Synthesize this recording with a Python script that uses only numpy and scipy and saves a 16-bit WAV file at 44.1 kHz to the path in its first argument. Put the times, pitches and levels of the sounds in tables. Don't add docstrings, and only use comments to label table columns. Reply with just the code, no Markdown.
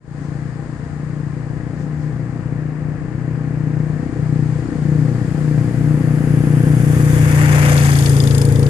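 import sys
import numpy as np
from scipy import signal
from scipy.fft import rfft, irfft, next_fast_len
from scipy.io import wavfile
from scipy.ndimage import uniform_filter1d, minimum_filter1d

SR = 44100
rng = np.random.default_rng(int(sys.argv[2]) if len(sys.argv) > 2 else 0)


def unload_wav(signal):
    wavfile.write(
        sys.argv[1],
        SR,
        np.round(np.clip(np.atleast_2d(signal).T, -1, 1) * 32767).astype(np.int16),
    )


N = 383229
TIME = np.arange(N) / SR
PASS_S, SPEED_M_PER_S, LANE_M, SOUND_M_PER_S = 7.7, 11, 2.6, 343


def amp(db):
    return 10 ** (np.asarray(db) / 20)


def unit(x):
    return x / np.sqrt(np.mean(x ** 2) + 1e-20)


def curves(rows):
    times, *columns = np.transpose(rows)
    return [np.interp(TIME, times, column) for column in columns]


def read(points, hz):
    row_hz, value = np.transpose(points)
    return np.interp(np.log(hz + 1), np.log(row_hz + 1), value)


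def pan(db):
    return 2 * np.array([amp(db), np.ones_like(db)]) / (1 + amp(db))


def blend(a, b, share):
    share = np.clip(share, 0, 1)
    return np.sqrt(1 - share) * a + np.sqrt(share) * b


def ring(x, colour, abrupt=0.65, size=8192):
    hz = abs(np.fft.fftfreq(size, 1 / SR))
    log_gain = np.log(amp(read(colour, hz)))
    phase = -np.clip(abrupt, 0, 1) * signal.hilbert(log_gain).imag
    response = np.fft.fftshift(np.fft.ifft(np.exp(log_gain + 1j * phase)).real)
    return unit(signal.oaconvolve(x, response)[size // 2:][:N])


# f/Hz, likeness/0-1
LIKENESS = [(130, 0.52), (600, 1), (1300, 0.54), (2800, 0.083), (6000, 0.035)]
def noise(colour, balance):
    size = next_fast_len(N)
    hz = np.fft.rfftfreq(size, 1 / SR)
    left, other = rfft(rng.standard_normal((2, size)))
    same = np.clip(read(LIKENESS, hz), -1, 1)
    right = same * left + np.sqrt(1 - same ** 2) * other
    spectra = np.array([left, right]) * amp(read(colour, hz)) * pan(read(balance, hz))
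    pair = irfft(spectra, size)[:, :N]
    return pair / pair.mean(0).std()


def along(ahead_m=0):
    return SPEED_M_PER_S * (TIME - PASS_S) + ahead_m


def spread(fall_db, reach_m, ahead_m=0):
    return -fall_db * np.log2(np.hypot(1, along(ahead_m) / reach_m))


def alongside(width_m=17.3, ahead_m=-0.9):
    return np.exp(-(along(ahead_m) / width_m) ** 2)


def lag(pair, far_ms=0.072, extra_ms=0.19):
    late_s = (far_ms + extra_ms * alongside()) / 1000
    return np.array([np.interp(TIME - late_s, TIME, pair[0]), pair[1]])


# t/s, firing rate/Hz
ENGINE_SPEED = [(0, 28.06), (0.35, 28.34), (0.7, 28.53), (1.4, 28.99), (2.1, 29.43), (2.9, 29.47),
                (3.4, 29.62), (3.9, 29.57), (4.4, 29.48), (4.8, 29.37), (5.15, 29.44), (5.5, 29.26),
                (6, 29.24), (6.8, 29.38), (7.2, 29.18), (7.5, 29.05), (8, 28.77), (8.69, 29.03)]
def crank(pitch=1, wobble_cycles=0.0015, firing_at_s=8.588):
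    rate, = curves(ENGINE_SPEED)
    past_m = along(ahead_m=-0.6)
    away_speed = SPEED_M_PER_S * past_m / np.hypot(past_m, LANE_M)
    heard_hz = rate * pitch / (1 + away_speed / SOUND_M_PER_S)
    waver = unit(uniform_filter1d(rng.standard_normal(N), size=1400))
    turns = np.cumsum(heard_hz) / SR + wobble_cycles * waver
    return turns - np.interp(firing_at_s, TIME, turns)


def firings(turns, uneven_db):
    cycle = np.maximum.accumulate(np.floor(turns))
    starts = np.flatnonzero(np.diff(cycle) > 0)
    pulses = np.zeros(N)
    pulses[starts] = amp(uneven_db * rng.standard_normal(N))[starts]
    return pulses


def burst(turns, delay, decay):
    age = (turns - delay) % 1 / max(decay, 0.01)
    return unit(age * np.exp(-age))


# f/Hz, left over right/dB
ROAR_BALANCE = [(600, 5.3), (1200, 9.1), (2100, 15.7), (4000, 2.9)]
HISS_BALANCE = [(3000, -2), (4500, 4), (7000, -2), (10000, -11.5), (13000, -7.5)]
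# f/Hz, level/dB
TRAFFIC_ROAR = [(250, -7), (500, 6), (590, 3.5), (635, 4.5), (685, 8.5), (740, -3), (800, 8), (870, -1),
                (1000, 3), (1400, -3), (1850, 1), (2250, -16), (2900, -35.5), (3800, -29), (6000, -42),
                (11000, -95.5)]
TRAFFIC_HISS = [(1760, -26.5), (3000, 3.5), (3810, 1), (4840, 5), (5770, -1), (6760, 5.5), (8580, 3),
                (9600, 1), (10600, -27), (13000, -66.5)]
SCUFF_TONE = [(2000, -19), (4500, 1), (7000, 4), (9000, -6), (11000, -14)]
# t/s, level/dB
TRAFFIC_HISS_LEVEL = [(0, -57), (1.7, -58.5), (2.15, -58.5), (2.7, -60.5), (3.6, -58.5), (4.5, -53.5),
                      (5.5, -51), (8.69, -64)]
# t/s, half-width/s, level/dB
SCUFFS = [(0.26, 0.05, -62), (1.81, 0.05, -58), (2.03, 0.047, -60)]
def traffic(roar_db=-44, left_db=6):
    hiss_db, = curves(TRAFFIC_HISS_LEVEL)
    roar = amp(roar_db) * noise(TRAFFIC_ROAR, ROAR_BALANCE)
    hiss = amp(hiss_db) * noise(TRAFFIC_HISS, HISS_BALANCE)
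    swells = sum(amp(db) * np.exp(-((TIME - s) / width) ** 2) for s, width, db in SCUFFS)
    scuffs = swells * noise(SCUFF_TONE, HISS_BALANCE)
    return lag(roar) + (hiss + scuffs) * pan(left_db)[:, None]


# f/Hz, level/dB
AIR_RUMBLE = [(5, -16), (20, -16), (45, -6.5), (90, -1.5), (130, -1), (200, -10), (300, -14), (450, -21),
              (800, -36), (4000, -100)]
def air(breeze_db=-37, wake_db=-24):
    wake = amp(wake_db + spread(fall_db=4.5, reach_m=12.8, ahead_m=0.3))
    return np.hypot(amp(breeze_db), wake) * noise(AIR_RUMBLE, ROAR_BALANCE)


# f/Hz, level/dB
TYRES_FAR = [(250, -11), (500, 3.5), (750, 2), (1000, 0.5), (1400, -1), (1850, 2), (2250, -15.5),
             (2900, -36), (3800, -30.5), (6000, -39), (11000, -87)]
TYRES_NEAR = [(250, -9.5), (500, -5.5), (800, -6.5), (1100, -6.5), (1400, -7.5), (1750, -4.5), (2250, -7),
              (2900, -15), (3800, -35.5), (6000, -46.5), (11000, -76)]
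def tyres(turns, roar_db=-30.5, rush_db=-22, bright=0.4, throb=0.15):
    roar = blend(noise(TYRES_FAR, ROAR_BALANCE), noise(TYRES_NEAR, ROAR_BALANCE), bright)
    roar *= amp(roar_db + spread(fall_db=4, reach_m=4.7, ahead_m=1.2))
    rush = noise(TYRES_NEAR, ROAR_BALANCE)
    rush *= amp(rush_db + spread(fall_db=24, reach_m=4.8, ahead_m=0.99))
    pulsing = blend(1, burst(turns, delay=0.01, decay=0.15), throb ** 2) / (1 + throb / 2)
    return (roar + rush) * pulsing


# f/Hz, level/dB
CHAIN_EARLY = [(1760, -22), (3000, 2), (3810, -12), (4320, -0.5), (4840, 9), (5770, 0), (6760, 4.5),
               (8580, 5), (10000, 0), (11500, -41), (12100, -26), (13000, -46), (13500, -46)]
CHAIN_COMING = [(1760, -6), (3000, 6), (4080, -9.5), (4780, -0.5), (5490, -4.5), (6150, -9), (6880, -12),
                (7810, -3), (9200, 3.5), (10500, 4), (11900, -10.5), (12800, -36), (13500, 0)]
CHAIN_BRIGHT = [(1760, -44), (3000, 1), (3280, 7), (3530, 7), (3910, -2.5), (4870, 4), (5320, 1.5),
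                (6760, 10.5), (8110, 7.5), (9200, 10), (12200, 7), (12900, 3.5), (13500, -20.5)]
# t/s, left over right/dB
HISS_PAN = [(0, 20), (5.4, 2), (7.0, 3.5), (7.75, 11.5), (8.2, 10.5), (8.69, 10)]
# t/s, turning down of the far echoes/0-1, weight of the brighter hiss/0-1
MIX_CONTROLS = [(0, 0.2, 0.24), (6.6, 0, 0.06), (7.3, 0.2, 0.22), (7.65, 0.9, 0.15), (7.82, 1, 0.53),
                (7.95, 0.7, 0.42), (8.2, 0, 0.96), (8.69, 0, 0.9)]
def chain(hiss_db=-24, shade=0.56, air_loss_db_per_m=0.92, full_treble_within_m=38):
    level_db = hiss_db + spread(fall_db=2.5, reach_m=2, ahead_m=-3.23)
    level_db -= air_loss_db_per_m * abs(along())
    left_db, = curves(HISS_PAN)
    _, bright_weight = curves(MIX_CONTROLS)
    behind = np.maximum(along() / np.hypot(along(), LANE_M), 0)
    treble = np.exp(-(along() / full_treble_within_m) ** 4)
    hiss = blend(noise(CHAIN_EARLY, HISS_BALANCE), noise(CHAIN_COMING, HISS_BALANCE), treble)
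    hiss = blend(hiss, noise(CHAIN_BRIGHT, HISS_BALANCE), 5.5 * bright_weight)
    return amp(level_db) * blend(hiss, 0, shade * behind) * pan(left_db)


# time after the firing/cycles, level/dB
VALVE_TICKS = [(0.06, -1), (0.28, 0), (0.48, 1), (0.85, -2)]
# f/Hz, level/dB
CYLINDER_HEAD = [(500, -35.5), (1050, -4), (1400, -2.5), (1800, 3), (2050, -6.5), (2300, -4), (2800, -5),
                 (3600, -23), (5000, -14.5), (7000, -12), (11000, -36)]
def valves(turns, clatter_db=-25, grit=0.41):
    ticks = unit(sum(amp(db) * firings(turns - at, uneven_db=1) for at, db in VALVE_TICKS))
    bursts = sum(amp(db) * burst(turns, at, decay=0.018) for at, db in VALVE_TICKS)
    scrape = unit(bursts * rng.standard_normal(N))
    level_db = clatter_db + spread(fall_db=10.5, reach_m=2.7, ahead_m=0.3)
    return amp(level_db) * ring(blend(ticks, scrape, grit), CYLINDER_HEAD, abrupt=1)


# t/s, level/dB, treble boost/dB per octave
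CLACKS = [(8.094, -32, 0), (8.166, -21, -5), (8.201, -8.5, -14), (8.237, -13, 2), (8.347, -14, 0),
          (8.3795, -10, 8), (8.395, -31, 6), (8.415, -14, 6), (8.451, -16, 9)]
# f/Hz, level/dB, time to fade by 60 dB/s
METAL_NOTES = [(3600, -3, 0.013), (4050, -9, 0.011), (4910, 4.5, 0.015), (5200, 2, 0.012),
               (6640, -3, 0.012), (7300, 3, 0.016), (8720, 2, 0.022), (10860, -6, 0.017),
               (12400, -11, 0.01)]
def clacks(strike_s=0.0017, left_db=9, size=2000):
    t, out = TIME[:size], np.zeros((2, N))
    lowest_hz = METAL_NOTES[0][0]
    for start_s, db, tilt_db in CLACKS:
        ringing = np.zeros(size)
        for hz, note_db, fade_s in METAL_NOTES:
            gain = amp(note_db + tilt_db * np.log2(hz / lowest_hz))
            ringing += gain * amp(-60 * t / fade_s) * np.sin(2 * np.pi * hz * t)
        strike = rng.standard_normal((2, size)) * t / strike_s * np.exp(-t / strike_s)
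        clack = signal.fftconvolve(strike, ringing[None])[:, :size]
        clack *= amp(db) / abs(clack).max(1, keepdims=True)
        slot = out[:, round(start_s * SR):][:, :size]
        slot += clack[:, :slot.shape[1]]
    return out * pan(left_db)[:, None]


# f/Hz, level/dB
PUFF_TONE = [(1000, -31), (2700, 2), (3550, 6.5), (4100, 1), (4800, 6), (6000, 1), (7000, 1), (8000, 4.5),
             (8900, 10.5), (10000, 7), (11200, 6.5), (13500, -21)]
def spits(turns, puff_db=-24, uneven_db=3.7, flicker_db=4.5):
    left_db, = curves(HISS_PAN)
    cycle = (turns - np.floor(turns.min())).astype(int)
    strength, brightness = rng.standard_normal((cycle.max() + 1, 2))[cycle].T
    hiss = noise(PUFF_TONE, HISS_BALANCE)
    dull = uniform_filter1d(hiss, size=5)
    hiss = dull * amp(-flicker_db * brightness) + (hiss - dull) * amp(flicker_db * brightness / 2)
    level_db = puff_db + spread(fall_db=9.5, reach_m=3.27) + uneven_db * strength
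    facing = np.clip(along() / LANE_M, 0, 1)
    return amp(level_db) * facing * burst(turns, delay=0.12, decay=0.075) * hiss * pan(left_db)


# f/Hz, level/dB
INTAKE_RASP = [(250, -32), (385, -16), (423, 7), (455, -18), (483, -9), (513, -3.5), (545, 7), (574, -28),
               (604, 5), (634, 7), (680, -14), (725, 6), (800, 4.5), (845, 3.5), (900, 2), (1000, -13),
               (1700, -17), (2600, -27), (4000, -39), (8000, -100)]
INTAKE_DRONE = [(100, -43), (300, -15), (385, -2.5), (418, 4.5), (452, -8.5), (495, 7.5), (555, -11),
                (595, -8), (700, -23), (860, -9), (1300, -41), (4000, -68)]
def intake(turns, rasp_db=-25, drone_db=-26, delay_cycles=0.33, steady_hz=30.2):
    steady_rasp = ring(firings(TIME * steady_hz, uneven_db=-1), INTAKE_RASP, abrupt=1)
    clock_s = (turns - delay_cycles - np.floor(turns[0])) / steady_hz
    rasp = np.interp(clock_s, TIME, steady_rasp)
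    drone = ring(firings(turns - delay_cycles, uneven_db=1), INTAKE_DRONE, abrupt=0.83)
    beside = alongside(width_m=3.4, ahead_m=0.073)
    past = along(ahead_m=0.073) > 0
    return amp(rasp_db) * beside * rasp + amp(drone_db) * (1 - beside) * past * drone


# f/Hz, level/dB
FAR_ECHO_TONE = [(40, -30), (100, -7.5), (150, -2.5), (200, 3), (240, 1.5), (300, 4.5), (340, -2.5),
                 (400, -9), (490, -8.5), (560, -16.5), (800, -20), (3000, -100)]
def far_echoes(turns, echo_db=-25.5, gush_share=0.65):
    dip, _ = curves(MIX_CONTROLS)
    echoes = unit(sum(firings(crank(pitch), uneven_db=2.5) for pitch in (0.945, 0.978)))
    gush = burst(turns, delay=0, decay=0.46) * rng.standard_normal(N)
    level_db = echo_db + spread(fall_db=6, reach_m=15) - 2.6 * dip
    return amp(level_db) * ring(blend(echoes, gush, gush_share), FAR_ECHO_TONE, abrupt=0.97)


# t/s, delay/ms, level against the direct sound/dB
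WALL_ECHO = [(0.3, 34.2, -12), (1.4, 41.4, -13), (1.97, 45.9, -2.5), (2.7, 52.6, -12.5), (3.2, 56.4, -10),
             (3.85, 59.5, -9), (4.13, 62.7, -1.5), (4.27, 64.5, 1.5), (4.43, 66.1, 2), (4.58, 67.7, 1.5),
             (4.72, 69.5, 0), (4.87, 71.6, 0), (5.0, 72.8, -1), (5.3, 76.6, -8), (5.5, 79.5, -8),
             (5.72, 83, -7), (5.95, 86.8, -9), (6.5, 104, -12), (7.4, 140, -15), (7.8, 145, -27),
             (8.69, 120, -22)]
def wall_echo(direct):
    delay_ms, db = curves(WALL_ECHO)
    return amp(db) * np.interp(TIME - delay_ms / 1000, TIME, direct)


# f/Hz, level/dB
PIPE_AHEAD = [(20, -49.5), (30, -27.5), (60, -34.5), (91, -17), (121, -2), (151, 2.5), (182, -7.5),
              (212, -17), (242, -13), (272, -11), (303, -11.5), (333, -15.5), (364, -23), (394, -29.5),
              (424, -22), (455, -26), (485, -19), (515, -21.5), (555, -45), (605, -34), (635, -40.5),
              (680, -28.5), (750, -46), (800, -30.5), (900, -59), (1500, -48.5), (4000, -100)]
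PIPE_SIDE = [(20, -47), (30, -21), (58, -18), (87, -4.5), (116, -2.5), (145, 3), (174, -5), (203, -27),
             (232, -9.5), (261, -41), (290, -14), (320, -19), (350, -30), (410, -33), (450, -51.5),
             (495, -12.5), (550, -44), (900, -41), (4000, -100)]
PIPE_REAR = [(20, -45), (28, -16), (56, -27), (84, -8.5), (112, -1), (140, 1), (168, -17), (196, -25),
             (224, -17), (252, -19.5), (280, -15.5), (308, -24.5), (336, -24), (364, -49), (392, -21),
             (420, -20), (448, -20), (476, -16), (504, -13), (532, -28), (560, -44), (595, -29.5),
             (700, -50), (860, -40), (1200, -62), (4000, -100)]
# t/s, level/dB
EXHAUST_LEVEL = [(0, -28), (0.9, -26), (1.6, -25.5), (3.1, -23), (3.9, -20.5), (4.5, -22.5), (5.0, -18.5),
                 (5.6, -17), (6.2, -14.5), (7.0, -7.5), (7.5, -7.5), (8.1, -7.5), (8.69, -11)]
def exhaust(turns, turn_m=1.1, gulp_db=-11, gulp_delay_cycles=0.428):
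    level_db, = curves(EXHAUST_LEVEL)
    pulses = firings(turns, uneven_db=1.17)
    gulps = amp(gulp_db) * firings(turns - gulp_delay_cycles, uneven_db=1)
    front = ring(pulses, PIPE_AHEAD, abrupt=0.7)
    side = ring(pulses + gulps, PIPE_SIDE, abrupt=0.94)
    rear = ring(pulses, PIPE_REAR, abrupt=0.93)
    beside = alongside(width_m=7.6, ahead_m=0.41)
    past = (1 + np.tanh(along() / turn_m)) / 2
    end_on = (1 - past) * front + past * rear
    direct = amp(level_db) * ((1 - beside) * end_on + beside * side)
    return direct + wall_echo(direct)


def scene():
    turns = crank()
    engine = exhaust(turns) + intake(turns) + far_echoes(turns) + valves(turns)
    engine = engine * pan(7 - 3 * alongside())
    return lag(engine + tyres(turns) + air()) + chain() + spits(turns) + clacks() + traffic()


# f/Hz, half-width/Hz, level/dB
TONE_DIPS = [(546, 11, -6.5), (649.5, 8.6, -16.5), (745, 7.9, -12), (858, 14, -6.5), (946, 9, -5)]
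def hollow(x):
    size = next_fast_len(N)
    hz = np.fft.rfftfreq(size, 1 / SR)
    dips_db = sum(db * np.exp(-((hz - centre) / width) ** 2) for centre, width, db in TONE_DIPS)
    return irfft(rfft(x, size) * amp(dips_db), size)[:, :N]


def record(dry):
    fade_in_s, ceiling_db, cutoff_hz = 0.21, -1.8, 13400
    sound = hollow(dry) * np.minimum(TIME / fade_in_s, 1)
    allowed_gain = np.minimum(1, amp(ceiling_db) / (abs(sound).max(0) + 1e-9))
    gain = uniform_filter1d(minimum_filter1d(allowed_gain, size=300), size=300)
    lowpass = signal.firwin(511, cutoff_hz, window=("kaiser", 9), fs=SR)
    return signal.oaconvolve(sound * gain, lowpass[None], "same")


dry = scene()
out = record(dry)
unload_wav(out)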